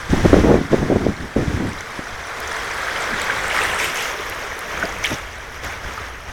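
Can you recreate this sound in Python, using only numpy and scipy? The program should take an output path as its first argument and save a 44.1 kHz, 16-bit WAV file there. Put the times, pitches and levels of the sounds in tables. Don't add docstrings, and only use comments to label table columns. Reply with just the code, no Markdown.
import sys
import numpy as np
from scipy import signal
from scipy.fft import rfft, irfft, next_fast_len
from scipy.io import wavfile
from scipy.ndimage import uniform_filter1d, map_coordinates

SR = 44100
rng = np.random.default_rng(int(sys.argv[2]) if len(sys.argv) > 2 else 0)


def generate_wav(signal):
    frames = np.transpose(np.atleast_2d(signal))
    scaled = np.clip(frames, -1, 1) * 32767
    pcm = np.round(scaled).astype(np.int16)
    wavfile.write(sys.argv[1], SR, pcm)


N = 278712
FRONT_ARRIVES_S, FRONT_PASSED_S = 3.32, 3.65


def amp(db):
    return 10 ** (np.asarray(db) / 20)


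def unit(x):
    return x / np.sqrt(np.mean(x ** 2) + 1e-20)


def wobble(rate):
    return map_coordinates(rng.standard_normal(2048), [np.arange(N) * rate / SR], mode="wrap")


def filtered(x, response):
    size = next_fast_len(N + SR // 2)
    return irfft(rfft(x, size) * response(np.fft.rfftfreq(size, 1 / SR)), size)[:N]


def coloured(x, spectrum):
    points_hz, db = np.transpose(spectrum)
    return unit(filtered(x, lambda hz: amp(np.interp(np.log(hz + 1), np.log(points_hz), db))))


def patchy(x, depth_db):
    slices = signal.stft(x, nperseg=512)[2]
    patches = uniform_filter1d(rng.standard_normal(slices.shape), size=7, axis=0)
    patches = uniform_filter1d(patches, size=7, axis=1)
    return signal.istft(slices * amp(depth_db * unit(patches)), nperseg=512)[1][:N]


def add(track, start_s, sound):
    start = max(round(start_s * SR), 0)
    track[start:start + len(sound)] += sound[:max(N - start, 0)]


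def bursts(rows, rise_s, fade_s):
    t = np.arange(N) / SR
    power = 0
    for start_s, hold_s, *levels_db in rows:
        shape = np.clip((t - start_s) / rise_s, 0, 1)
        shape *= np.exp(-np.maximum(t - start_s - hold_s, 0) / fade_s)
        power = power + (amp(levels_db)[:, None] * shape) ** 2
    return np.sqrt(power)


def background_hiss(flow):
    # frequency_hz, level_db
    colour = [(200, -3), (800, 0), (1900, 1), (2700, -8.5), (3400, -7.5), (4400, -15), (6000, -10),
              (7400, -20), (11000, -26), (13500, -32), (17000, -36)]
    return amp(-11.5) * flow ** 0.74 * coloured(rng.standard_normal(N), colour)


def buffeting(gust_gain):
    # frequency_hz, level_db
    soft_colour = [(20, -22), (45, -6), (80, -1), (150, -1.5), (270, -1.5), (420, -8), (650, -36),
                   (1100, -25), (3000, -71)]
    hard_colour = [(30, -5), (150, 0), (300, 6), (520, -1), (750, -5.5), (1100, -18.5), (2000, -25),
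                   (5000, -66)]
    # start_s, relative_level_db, length_s, brightness (0 to 1)
    puffs = [(0.131, -7, 0.017, 0.36), (0.246, -0.5, 0.018, 0.7), (0.329, -4, 0.013, 1),
             (0.354, -7.5, 0.051, 0.3), (0.727, -6, 0.024, 0.8), (0.904, -7.5, 0.028, 1),
             (0.957, -7.5, 0.014, 0.5), (1.06, -15, 0.01, 0.3), (1.361, -8, 0.014, 0.76),
             (1.388, -15, 0.03, 0.6), (1.99, -16, 0.0094, 0.08), (3.097, -25.5, 0.063, 0),
             (4.835, -21, 0.023, 0.87), (5.105, -17.5, 0.041, 0.63)]
    t = np.arange(N) / SR
    soft = coloured(rng.standard_normal(N), soft_colour)
    hard = coloured(rng.standard_normal(N), hard_colour)
    gain = np.hypot(gust_gain, amp(-48.5))
    force = np.clip((20 * np.log10(gain) + 26.5) / 14, 0.05, 0.9)
    flutter = unit(amp(2.35 * wobble(70)))
    out = gain * flutter * (np.sqrt(1 - force) * soft + np.sqrt(force) * hard)
    for start_s, db, length_s, brightness in puffs:
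        swell = np.exp(-((t - start_s) / length_s * 2 - 1) ** 4)
        puff = swell * (np.sqrt(1 - brightness) * soft + np.sqrt(brightness) * hard)
        out += amp(db - 7) * puff * np.linalg.norm(swell) / np.linalg.norm(puff)
    return out


def wind_rumble(flow):
    # frequency_hz, level_db
    colour = [(10, 0), (28, -2.5), (50, 3), (85, -0.5), (140, -9.5), (260, -24), (700, -68)]
    gain = np.hypot(flow, amp(-41.5)) * amp(0.5 + 2.8 * wobble(13))
    return gain * coloured(rng.standard_normal(N), colour)


def wind_kicks():
    # centre_s, relative_level_db, pitch_hz
    kicks = [(.131, -2, 196), (.253, 7, 298), (0.3324, 10, 382), (.343, 10, 430), (.367, 3, 322),
             (.543, 5, 404), (0.7333, 1.5, 374), (.902, 1, 330), (.961, 1, 330), (1.067, 3.5, 378),
             (1.3652, -8, 333), (1.483, -5, 121), (1.548, -5.5, 88.5), (5.136, -15, 250)]
    out, t = np.zeros(N), np.arange(-SR // 40, SR // 40) / SR
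    for centre_s, db, hz in kicks:
        from_centre = (np.pi * hz * t) ** 2
        add(out, centre_s + t[0], amp(db - 3.5) * (2 * from_centre - 1) * np.exp(-from_centre))
    return out


def bubble(t, hz, cycles, rise):
    age = t * hz / cycles
    phase = hz * t * (1 + rise * age / (2 + age))
    return np.sin(2 * np.pi * phase) * np.exp(-age) * (1 - np.exp(-2 * t * hz))


def swarm(count, low_hz, high_hz, cycles, spread_db, samples):
    when, pitch, rank = rng.random((count, 3)).T
    hz = low_hz * (high_hz / low_hz) ** pitch
    gain = amp(-spread_db * np.log(rank + 1 / 200)) * hz
    rings = gain[:, None] * bubble(np.arange(samples) / SR, hz[:, None], cycles, rise=0.12)
    positions = (when * N).astype(int)[:, None] + np.arange(samples)
    return unit(np.bincount(positions.ravel(), rings.ravel(), N)[:N])


def wash():
    # frequency_hz, level_db
    colour = [(100, -12.5), (230, -14.5), (420, -3), (700, -4), (1000, -2), (1600, 0), (2150, -3),
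              (2700, -14.5), (4200, -19.5), (9000, -37.5)]
    gurgle = swarm(count=3500, low_hz=401.4, high_hz=3220, cycles=5, spread_db=3, samples=700)
    return amp(1) * coloured(rng.standard_normal(N), colour) + amp(-3.5) * coloured(gurgle, colour)


def foam():
    # frequency_hz, level_db
    ahead_colour = [(900, -7), (1900, 2.5), (2800, -3.5), (3300, 2), (4300, -4.5), (5800, -1.5), (6600, -6),
                    (8400, -10), (10200, -14), (11600, -16), (13500, -22), (17000, -34)]
    passing_colour = [(900, -16), (1900, 3.5), (2600, 3.5), (3300, 1), (4300, -10), (5800, -5), (6800, -7),
                      (8600, -8.5), (10200, -16), (11600, -14.5), (13500, -22), (17000, -28)]
    behind_colour = [(900, -16), (1900, 4.5), (2700, 0), (3300, 0), (4300, -10), (5700, -2.5), (6500, -5),
                     (7400, -13.5), (8600, -13), (10000, -18), (11600, -14.5), (13500, -21), (17000, -27)]
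    t = np.arange(N) / SR
    fizz = swarm(count=6000, low_hz=1880, high_hz=14020, cycles=8.4, spread_db=4, samples=400)
    hiss = patchy(rng.standard_normal(N), depth_db=1.5)
    ahead = np.interp(t, [FRONT_ARRIVES_S, FRONT_PASSED_S], [1, 0])
    behind = np.interp(t, [3.85, 4.06], [0, 1])
    passing = 1 - ahead - behind
    stages = [(ahead, ahead_colour, -5), (passing, passing_colour, -4.5), (behind, behind_colour, -4)]
    return sum(share * unit(coloured(hiss, colour) + amp(fizz_db) * coloured(fizz, colour))
               for share, colour, fizz_db in stages)


def glugs():
    rise_s, fade_db_per_s = 0.91, 6
    pockets = swarm(count=1500, low_hz=346, high_hz=692, cycles=3.3, spread_db=4.5, samples=1800)
    age_s = np.arange(N) / SR - FRONT_ARRIVES_S
    level_db = -38.5 - fade_db_per_s * np.maximum(age_s - rise_s, 0)
    return np.clip(age_s / rise_s, 0, 1) * amp(level_db) * pockets


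def strays(gain, boost_db, centre_hz, octaves, count):
    start_s = rng.uniform(2.4, (N - 1) / SR, count)
    size, pitch = rng.standard_normal((count, 2)).T
    db = 20 * np.log10(gain[(start_s * SR).astype(int)]) + boost_db + 1.5 * size
    return list(zip(start_s, db, centre_hz * 2 ** (octaves * pitch)))


def splashes(wash_gain):
    # start_s, level_db, pitch_hz
    slaps = [(3.132, -9.5, 1600), (3.2987, -5, 1540), (3.306, -10, 2210), (3.5114, -8.5, 2160),
             (3.5652, -9.5, 2110), (3.6167, -8, 2530), (3.652, -9, 1900), (3.8, -7.5, 2270),
             (4.143, -25, 570), (4.21, -22, 565), (4.827, -8.5, 1450), (4.836, -15, 630), (5.044, -5, 2160),
             (5.0495, -6.5, 3160), (5.058, -9.5, 2980), (5.977, -16, 1260)]
    stray_slaps = strays(wash_gain, boost_db=10.5, centre_hz=1840, octaves=0.354, count=18)
    spatter_s, spatter_octaves = 0.016, 0.75
    out, t = np.zeros(N), np.arange(SR // 16) / SR
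    for start_s, db, hz in [*slaps, *stray_slaps]:
        add(out, start_s, amp(db) * bubble(t, hz, cycles=4.8, rise=0.053))
        for delay, pitch, softness in rng.random(size=(4, 3)):
            drop = bubble(t, hz * 2 ** (spatter_octaves * (pitch - 0.5)), cycles=3, rise=0.081)
            add(out, start_s + spatter_s * delay, amp(db - 2.5 - 13 * softness) * drop)
    return out


def foam_ticks(foam_gain):
    # start_s, relative_level_db, pitch_hz
    ticks = [(1.733, -24, 5800), (1.808, -20.5, 6040), (2.403, -22.5, 12000), (2.476, -20, 6200),
             (2.520, -21, 5400), (3.217, -14, 7600), (3.972, -16, 6400), (4.298, -22, 11200),
             (4.5915, -22, 10700), (4.8546, -18, 4770), (5.0405, -10.5, 5740), (5.0574, -18, 9200),
             (5.6444, -29, 12300)]
    stray_ticks = strays(foam_gain, boost_db=11.5, centre_hz=6100, octaves=0.28, count=14)
    rings, snaps, t = np.zeros(N), np.zeros(N), np.arange(SR // 40) / SR
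    for start_s, db, hz in [*ticks, *stray_ticks]:
        add(rings, start_s, amp(db + 1.5) * bubble(t, hz, cycles=5.5, rise=0.036))
        snap = np.exp(-t / 0.0015) * rng.standard_normal(len(t))
        add(snaps, start_s, amp(db - 3.5) * (hz / 10000) ** 1.8 * snap)
    return rings + filtered(snaps, lambda hz: 1 / np.sqrt(1 + (hz / 13500) ** 8))


def wave():
    # time_s, relative_level_db
    swell = [(0, -33.5), (1.3, -36), (1.8, -33.5), (2.2, -33.5), (2.5, -28.3), (3.25, -25), (3.7, -25),
             (4.15, -29.5), (4.55, -32), (4.95, -32), (5.4, -37), (5.95, -34.5), (6.32, -39.5)]
    # start_s, hold_s, wash_db, foam_db
    laps = [(3.53, .13, -26.5, -29.5), (3.775, 0.074, -28.5, -24.5), (3.94, 0.11, -40, -28.5),
            (4.68, 0.21, -32, -40.5), (5.02, 0.11, -32, -31.5), (5.62, 0.11, -35, -41),
            (5.83, 0.25, -38, -51)]
    t = np.arange(N) / SR
    swell_db = np.interp(t, *np.transpose(swell))
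    foaming_db = np.interp(t, [FRONT_ARRIVES_S, FRONT_PASSED_S], [-8, -5.5])
    lap_wash, lap_foam = bursts(laps, rise_s=0.017, fade_s=0.058)
    wash_gain = np.hypot(amp(swell_db), lap_wash)
    foam_gain = np.hypot(amp(swell_db + foaming_db), lap_foam)
    surf = wash_gain * amp(-0.62) * wash() + foam_gain * amp(1) * foam()
    churn = amp(0.5 * wobble(30))
    return churn * surf + glugs() + splashes(wash_gain) + foam_ticks(foam_gain)


def scene():
    # start_s, hold_s, buffet_db, rumble_db
    gusts = [(.088, 0.16, -22.5, -21), (.24, .17, -20.5, -19.5), (.425, 0.13, -11.5, -26),
             (.7, 0.082, -20.5, -25.5), (.8, 0.3, -22, -32.5), (1.19, .04, -28, -43),
             (1.355, 0.087, -24, -29.5), (1.46, 0.11, -25, -29.5), (1.585, 0.087, -22, -39),
             (1.93, 0.04, -39, -36), (3.08, 0.87, -44, -42.5), (4.66, 0.49, -44, -40),
             (5.62, 0.047, -45, -31), (5.83, .06, -46, -34), (6.27, .05, -50, -34)]
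    buffet_gain, flow = bursts(gusts, rise_s=0.018, fade_s=0.047)
    water = wave()
    wind = buffeting(buffet_gain) + wind_rumble(flow) + wind_kicks()
    return (water + wind + background_hiss(flow))[None]


def record(dry):
    clipped = dry[0] / (1 + np.abs(dry[0]) ** 8) ** (1 / 8)
    return filtered(clipped, lambda hz: hz < 17300)[None]


dry = scene()
out = record(dry)
generate_wav(out)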